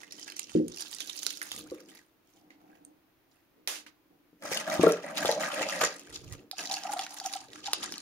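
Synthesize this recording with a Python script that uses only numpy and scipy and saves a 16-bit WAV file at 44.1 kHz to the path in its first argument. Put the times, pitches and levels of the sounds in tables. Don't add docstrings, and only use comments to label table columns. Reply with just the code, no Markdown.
import sys
import numpy as np
from scipy import signal
from scipy.fft import rfft, irfft
from scipy.io import wavfile
from scipy.ndimage import uniform_filter1d

SR = 44100
rng = np.random.default_rng(int(sys.argv[2]) if len(sys.argv) > 2 else 0)


def volts_from_db(level):
    exponent = np.asarray(level, float) / 20
    return 10 ** exponent


def generate_wav(signal):
    frames = np.transpose(np.atleast_2d(signal))
    scaled = np.clip(frames, -1, 1) * 32767
    pcm = np.round(scaled).astype(np.int16)
    wavfile.write(sys.argv[1], SR, pcm)


N = 353241
T = np.arange(N) / SR


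def evened(x):
    return x / np.sqrt(np.mean(x ** 2) + 1e-20)


def read(points, hz):
    f, value = np.transpose(points)
    return np.interp(np.log(hz + 1), np.log(f + 1), value)


def curve(rows, column):
    rows = np.transpose(rows)
    return np.interp(T, rows[0], rows[column])


def add(mix, s, sound):
    part = mix[..., round(s * SR):][..., :sound.shape[-1]]
    part += sound[..., :part.shape[-1]]


def band(x, lo_hz, hi_hz):
    sos = signal.butter(3, [lo_hz, min(hi_hz, .45 * SR)], "bandpass", fs=SR, output="sos")
    return signal.sosfilt(sos, x)


def above(x, edge_hz):
    return irfft(rfft(x) / (1 + (edge_hz / (np.fft.rfftfreq(N, 1 / SR) + 1)) ** 8), N)


def resonate(x, hz, width_hz):
    turn = np.exp(2j * np.pi * np.cumsum(hz) / SR)
    r = np.exp(-np.pi * width_hz / SR)
    return 2 * (turn * signal.lfilter([1 - r], [1, -r], x / turn)).real


def sides(x, pan_db):
    return x * volts_from_db(np.multiply.outer([.5, -.5], pan_db * np.ones(x.shape[-1])))


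def strokes(rows, rise_db_per_s, fall_db_per_s):
    step = T[::64]
    power = []
    for s, hold, db, *_ in rows:
        rise_db = rise_db_per_s * np.maximum(s - step, 0)
        fall_db = fall_db_per_s * np.maximum(step - s - hold, 0)
        power.append(volts_from_db(2 * (db - rise_db - fall_db)))
    return step, np.array(power) + 1e-14


def pair(spectrum_db, likeness):
    hz = np.fft.rfftfreq(2048, 1 / SR)
    a, b, c, d = rng.standard_normal((N // 512 + 5, 1025, 4)).T
    same = np.clip(read(likeness, hz), -1, 1)[:, None]
    left = a + 1j * b
    right = same * left + np.sqrt(1 - same ** 2) * (c + 1j * d)
    z = np.array([left, right]) * volts_from_db(read(spectrum_db, hz))[:, None]
    return evened(signal.istft(z, nperseg=2048, noverlap=1536)[1][:, :N])


def crack(hz, noise, t60, q, wide):
    t = np.arange(len(noise)) / SR
    burst = noise * volts_from_db(-60 * t / t60) * np.minimum(t / 0.00086, 1) ** 2
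    ring = signal.lfilter(*signal.iirpeak(min(hz, .45 * SR), q, SR), burst)
    sound = evened(ring) + wide * evened(band(burst, 370, 15200))
    return sound / abs(sound).max()


# (frequency [Hz], relative density [dB])
HUSH_COLOUR = [(25, -31), (120, -24.5), (240, -26.5), (300, -15), (420, -26.5), (2400, -34.5), (7000, -48),
               (11000, -47.5), (16000, -33)]
# (frequency [Hz], left-right likeness [0 to 1])
HUSH_LIKENESS = [(40, 0.6), (300, 0.7), (2400, 0.0357)]


def hush(level_db=-68.5):
    return volts_from_db(level_db) * pair(HUSH_COLOUR, HUSH_LIKENESS)


# (frequency [Hz], t60 [s])
ROOM_DECAY = [(500, 0.3), (4600, 0.27), (12000, 0.045)]


def room(x):
    echoes = np.zeros((2, SR // 2))
    at = np.arange(200, SR // 2 - 20, 20)
    at = at + rng.integers(0, 20, (2, len(at)))
    np.put_along_axis(echoes, at, rng.choice([-1., 1.], at.shape), 1)
    hz, t, z = signal.stft(echoes, SR, nperseg=256)
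    decay = volts_from_db(-60 * t / read(ROOM_DECAY, hz)[:, None])
    tail = signal.istft(z * decay, SR, nperseg=256)[1]
    return signal.fftconvolve(x[None], tail / np.linalg.norm(tail[0]), axes=1)[:, :N]


# (start [s], hold [s], level [dB])
AIR_PUFFS = [(.56, 0.16, -63), (1.55, 0.19, -67.5), (4.74, 0.24, -68.5), (6.12, .14, -61.5),
             (6.28, 0.066, -49.5), (7.42, 0.5, -73.5)]


def puffs():
    step, power = strokes(AIR_PUFFS, rise_db_per_s=305, fall_db_per_s=271)
    air = pair([(15, -23), (40, -14.5), (100, -5.0), (140, -7.5), (300, -52.5)], [(20, 1.0), (100, 0.68)])
    return sides(np.interp(T, step, np.sqrt(power.sum(0))) * air, -7)


# (time [s], level [dB], pitch [Hz], wide-band share [ratio],
# level of the scrape that follows [dB], scrape length [s])
SET_DOWNS = [(2.504, -46.5, 2000, 0.063, -21, 0.069), (2.849, -37, 8600, 0.027, -48, 0.017),
             (3.674, -18.5, 2500, 4.5, -19, 0.14), (3.863, -48.5, 1900, 0.15, -5.5, 0.041)]


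def far_clicks():
    out, t = np.zeros((2, N)), np.arange(SR // 4) / SR
    noises = rng.standard_normal((len(SET_DOWNS), 3, SR // 4))
    for (s, db, hz, wide, scrape_db, length), noise in zip(SET_DOWNS, noises):
        click = crack(hz, noise[0], 0.013, 12.0, wide)
        scrape = np.array([evened(crack(hz, n, 2.3, 1.4, wide)) for n in noise[1:]])
        scrape += (volts_from_db(-60 * t) - 1) * band(scrape, 6200, 20000)
        fade = volts_from_db(scrape_db - 14 * t / length) / (1 + (t / length) ** 10)
        add(out, s, volts_from_db(db) * (click + scrape * fade))
    return out


# (time [s], level [dB], frequency the blow excites most [Hz])
BOX_KNOCKS = [(.551, -4, 266), (0.599, -10, 300), (1.717, -21, 493)]
# (frequency [Hz], level [dB], t60 [s])
BOX_MODES = [(175.6, -1, 0.18), (238.8, -1, 0.17), (319.8, 1, 0.2), (357.3, 4.5, 0.1), (394, 14, 0.034),
             (501, 5.5, 0.14), (1120, 19.5, 0.026)]


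def knocks():
    out, t = np.zeros(N), np.arange(SR // 2) / SR
    for s, db, best_hz in BOX_KNOCKS:
        ring = np.zeros(len(t))
        for hz, mode_db, t60 in BOX_MODES:
            off_db = 17.2 * np.log2(hz / best_hz) ** 2
            ring += volts_from_db(mode_db - off_db - 60 * t / t60) * np.sin(2 * np.pi * hz * t)
        add(out, s, volts_from_db(db) * ring * np.minimum(t / 0.0047, 1) / abs(ring).max())
    return sides(out, -0.51)


# (start [s], hold [s], drag strength [dB], panel pitch [Hz])
BOX_DRAGS = [(0, 1.5, -58.5, 354), (1.55, 0.089, -52.5, 300), (1.8, 0.12, -56.5, 300),
             (2.35, 0.34, -59.5, 720), (2.62, 0.29, -58, 730), (3.56, 0.3, -62, 410),
             (4.1, 0.053, -62, 700), (4.43, 0.18, -43, 555), (4.68, 0.19, -37.5, 617),
             (5.04, .12, -42.5, 572), (5.19, 0.118, -38.5, 624), (5.37, 0.07, -38.5, 601),
             (5.535, 0.12, -39, 560), (5.73, 0.086, -41, 560), (5.92, 0.5, -54, 349),
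             (6.59, 0.035, -45, 700), (6.7, 0.034, -44, 750), (6.84, 0.16, -46, 753), (7.1, 0.32, -52, 780),
             (7.49, 0.13, -56, 300), (7.66, 0.035, -49, 850), (7.77, 0.16, -53.5, 251)]


def rumble(per_s=400, spread_db=3, lifted_s=6.66, lifted_db=6):
    size = volts_from_db(spread_db * np.minimum(rng.exponential(1, N), 3))
    rub = size * rng.choice([-1, 1], N) * (rng.random(N) < per_s / SR)
    rub = rub + 0.5 * rub.std() * rng.standard_normal((2, N))
    step, power = strokes(BOX_DRAGS, rise_db_per_s=703, fall_db_per_s=147)
    level_db = np.interp(T, step, 10 * np.log10(power.sum(0)))
    pitch = np.interp(T, step, np.array(BOX_DRAGS)[:, 3] @ power / power.sum(0))

    def ringing(hz, width_hz):
        return evened(resonate(resonate(rub, hz, width_hz), hz, 3 * width_hz))

    panel, air = ringing(pitch, 110), ringing(295 + 0 * T, 40)
    body = evened(band(rub, 151, 550))
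    lifted = volts_from_db(lifted_db * (T > lifted_s))
    hard = volts_from_db(level_db + 48.5)
    mix = 0.46 * hard ** 0.66 * lifted * panel
    mix = mix + 0.15 * air / np.sqrt(hard)
    mix = mix + 0.24 * hard ** 0.25 * body / lifted
    return volts_from_db(level_db) * mix


# (time [s], level [dB], pitch [Hz])
WALL_BUMPS = [(4.329, -54, 290), (4.451, -34, 570), (4.516, -25.5, 522), (4.795, -15.5, 348),
              (4.833, -10.5, 443), (4.863, -8, 430), (5.249, -16.5, 539), (5.29, -13.5, 598),
              (5.612, -23.5, 613), (5.815, -23.5, 642), (5.833, -22, 507)]


def thumps(t60=0.033):
    out, t = np.zeros(N), np.arange(6000) / SR
    wall_hz, _, wall_t60 = BOX_MODES[0]
    for (s, db, hz), luck in zip(WALL_BUMPS, rng.random((len(WALL_BUMPS), 5))):
        hard = volts_from_db(.5 * (db + 13.0))
        group = ((1, 1), (.78, .5), (1.42, .5),
                 (2.2 + 0.8 * luck[0], 0.014 * hard), (2.24 + luck[1], 0.16 * hard))
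        sound = sum(share * np.sin(2 * np.pi * (ratio * hz * t + u)) for (ratio, share), u in zip(group, luck))
        swell = (0.6 + 0.38 * max(db + 15.0, 0)) / hz
        sound *= volts_from_db(-60 * np.maximum(t - swell, 0) / t60) * np.minimum(t / swell, 1) ** 2
        wall = 0.048 * (500 / hz) ** 3 * volts_from_db(-60 * t / wall_t60) * np.sin(2 * np.pi * wall_hz * t)
        add(out, s, volts_from_db(db) * (sound / abs(sound).max() + wall))
    return sides(out, 3.8)


# (time [s], level [dB])
PART_TAPS = [(6.529, -44), (6.851, -32), (6.891, -32.5), (6.93, -31.5), (6.962, -35), (6.992, -35),
             (7.212, -40.5), (7.25, -34.5), (7.264, -36), (7.354, -34.5), (7.68, -36.5)]
# (nominal frequency [Hz], level [dB])
PART_MODES = [(775, 3), (1350, -14.5)]


def taps(swell_s=0.0057, spread=0.062):
    out, t = np.zeros(N), np.arange(3000) / SR
    envelope = (t / swell_s * np.exp(1 - t / swell_s)) ** 2
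    for (s, db), luck in zip(PART_TAPS, rng.uniform(-1.18, 1, (len(PART_TAPS), 1))):
        shift = 1 + spread * luck
        ring = sum(volts_from_db(mode_db) * np.sin(2 * np.pi * hz * shift * t) for hz, mode_db in PART_MODES)
        add(out, s, volts_from_db(db) * ring * envelope)
    return out


# (time [s], level [dB], pitch [Hz])
RINGING_CREASES = [(0.032, -39, 1860), (0.1219, -33, 5500), (0.278, -36.5, 1880), (0.806, -27, 9400),
                   (1.0039, -25.5, 3670), (1.095, -29, 3800), (1.4152, -28, 1760), (1.427, -27.5, 9000),
                   (3.755, -34.5, 2800), (4.4228, -37.5, 2320), (5.2558, -19.5, 3500),
                   (5.8125, -14.5, 1550), (5.836, -18, 1190), (6.5899, -28, 2630), (6.74, -23.5, 4520),
                   (7.065, -33, 1890)]
# (time [s], level [dB])
CLICKING_CREASES = [(0.195, -37), (0.2997, -35), (0.3203, -33.5), (0.3652, -30.5), (0.3935, -21.5),
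                    (0.4944, -36), (0.6808, -31), (0.7712, -33.5), (0.9278, -31.5), (1.0724, -32.5),
                    (1.2307, -26), (1.2585, -35.5), (1.265, -16.5), (1.3047, -25), (1.3716, -34),
                    (1.516, -26), (1.5623, -28.5), (4.5145, -36), (4.5325, -22), (4.5464, -24),
                    (4.5718, -18), (4.9208, -22.5), (5.3135, -18), (5.6196, -28), (5.696, -23.5),
                    (5.9945, -34.5), (6.1435, -39), (6.324, -33), (6.5122, -24.5), (6.637, -29),
                    (6.7206, -25), (6.787, -32), (6.8349, -29), (6.9345, -21.5), (6.992, -21.5),
                    (7.0236, -33), (7.1994, -25.5), (7.26, -22), (7.3368, -27), (7.5318, -33.5),
                    (7.6735, -30), (7.732, -12), (7.8298, -23.5), (7.9222, -24.5), (7.939, -29),
                    (7.9798, -29)]


def snaps(scatter_db=2):
    out = np.zeros((2, N))
    octaves = rng.uniform(-0.57, 1.0, len(CLICKING_CREASES))
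    # (time [s], level [dB], pitch [Hz], sharpness of the ring [Q])
    rows = [(s, db, 4000 * 2 ** u, 2.0) for (s, db), u in zip(CLICKING_CREASES, octaves)]
    rows += [(*row, 8.0) for row in RINGING_CREASES]
    for (s, db, hz, q), noise in zip(rows, rng.standard_normal((len(rows), 2, 1024))):
        tick = crack(hz, noise[0], 0.012, 4.9, min(hz / 5000, 1))
        flutter = crack(hz, noise[1], 0.055, q, 0.5)
        pan_db = scatter_db * noise[0, -1]
        add(out, s, sides(volts_from_db(db) * (tick + 0.071 * q * flutter), pan_db))
    return out


# (start [s], hold [s], level [dB], fullness below 2.5 kHz [dB])
CRINKLE_GRIPS = [(0, 0.047, -59.5, -6.5), (0.113, 0.098, -53, -12), (0.263, 0.051, -53.5, -10),
                 (0.364, 0.058, -49, -41.5), (0.486, 0.071, -55.5, -10.5), (0.682, 0.19, -61, -9),
                 (0.76, 0.42, -50, -13), (1.223, 0.096, -46.5, -19.5), (1.413, 0.18, -52.5, -9.5),
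                 (1.657, 0.13, -65.5, 2.5), (1.87, 0.1, -63, -1), (2.273, 0.093, -74, -14),
                 (2.606, 0.16, -82, 7.5), (3.322, 0.047, -78, 0), (4.439, 0.12, -48.5, 3.5),
                 (4.522, 0.035, -38.5, 4), (4.673, 0.12, -48, 4.5), (4.826, 0.072, -44, 7.5),
                 (5.034, 0.067, -54, 7.5), (5.167, 0.17, -41.5, 2), (5.407, 0.038, -42.5, 6),
                 (5.523, 0.25, -45, 4), (5.819, 0.0034, -32, 2), (5.98, 0.2, -59, -2.5),
                 (6.139, 0.019, -46, -6.5), (6.313, 0.0079, -56, -1.5), (6.59, 0.0098, -39.5, -5.5),
                 (6.701, 0.076, -43, -6), (6.847, 0.18, -49.5, -1), (7.105, 0.16, -50, -11),
                 (7.253, 0.18, -52.5, -4.5), (7.538, 0.01, -47.5, -6.5), (7.634, 0.11, -46, -8),
                 (7.807, 0.036, -44, -2), (7.91, 0.11, -53.5, -7)]
# (from [s], to [s])
SLIDE_SPAN = (3.6, 5.95)


def crinkle(per_s=1400, spread_db=5.5, slide_per_s=3000, slide_spread_db=4.8,
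            clump_db=2.0, spot_db=5.0, count=16):
    busy = uniform_filter1d(rng.standard_normal((N // 128 + 1, count + 1)), 6, 0)
    slow = uniform_filter1d(uniform_filter1d(busy, 10, 0), 3, 1)
    spot, out = rng.integers(0, count, N), np.zeros((2, N))
    slide = (T > SLIDE_SPAN[0]) & (T < SLIDE_SPAN[1])

    uneven_db = np.where(slide, slide_spread_db, spread_db) * (1 + spot / count) / 2
    happens = rng.random(N) < np.where(slide, slide_per_s, per_s) / SR
    size = volts_from_db(uneven_db * np.minimum(rng.exponential(1, N), 4)) * happens
    size /= np.where(slide, size[slide].std(), size[~slide].std())
    block = np.arange(N) // 128
    common_db = clump_db * evened(busy)[block, -1]
    own_db = spot_db * np.minimum(evened(slow), 1.5)[block, spot]
    size *= volts_from_db(common_db + own_db)

    for k, hz in enumerate(np.geomspace(1200, 13000, count)):
        grains = np.array([crack(hz, n, 0.012, 12, 0.6) for n in rng.standard_normal((2, 512))])
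        out += signal.oaconvolve((size * (spot == k))[None], grains, axes=1)[:, :N]

    z = rfft(out)
    smooth_power = uniform_filter1d((abs(z) ** 2).mean(0), 4000)
    out = above(irfft(z / np.sqrt(smooth_power), N), 620)
    high = above(out, 2500)
    step, power = strokes(CRINKLE_GRIPS, rise_db_per_s=793, fall_db_per_s=186)
    full = volts_from_db(2 * np.array(CRINKLE_GRIPS)[:, 3]) @ power
    low_gain = np.interp(T, step, np.sqrt(full))
    high_gain = np.interp(T, step, np.sqrt(power.sum(0)))
    return low_gain * evened(out - high) + high_gain * high / band(high, 2500, 7500).std()


# (time [s], delay of the left port [samples], left-right difference [dB],
# sheen in the top treble [dB])
HAND_PLACE = [(0, 17, -6, -27), (1.3, 23.5, -8, -9), (1.7, -9.5, -2.5, -7.5), (2.8, 21, -5.5, -7.5),
              (4.1, 20.5, -4, -0.5), (4.3, -6, -0.5, -8.5), (5.9, -3, -0.5, -18.5), (7.2, -2, -2.5, -13.5),
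              (8, -3, 0.5, -38)]


def scene():
    rustle = crinkle() + far_clicks()
    low = above(rumble() + thumps() + knocks(), 69)
    creases = snaps()
    sheen = volts_from_db(curve(HAND_PLACE, 3))
    bright = rustle + (sheen - 1) * above(rustle, 8520)
    bright = bright + creases + (np.sqrt(sheen) - 1) * above(creases, 12000)
    wet = room(volts_from_db(-12) * bright.mean(0))
    low = low + volts_from_db(-8.5) * room(low.mean(0))[0] + taps()
    left, right = sides(bright + wet, curve(HAND_PLACE, 2)) + low
    delay = np.round(curve(HAND_PLACE, 1)).astype(int)
    late = np.clip(np.arange(N) - delay, 0, N - 1)
    return np.array([left[late], right]) + puffs() + hush()


def roll_off(x):
    return signal.sosfilt(signal.butter(12, 16970, fs=SR, output="sos"), x)


# (frequency [Hz], gain [dB])
MIC_RESPONSE = [(2500, 2), (6800, 5), (7900, -1.5), (9500, 5), (13000, 3), (15750, -2.5), (16000, -35.5)]


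def record(dry):
    gain = volts_from_db(read(MIC_RESPONSE, np.fft.rfftfreq(N, 1 / SR)))
    coloured = irfft(rfft(dry) * gain, N)
    return roll_off(coloured)


dry = scene()
out = record(dry)
generate_wav(out)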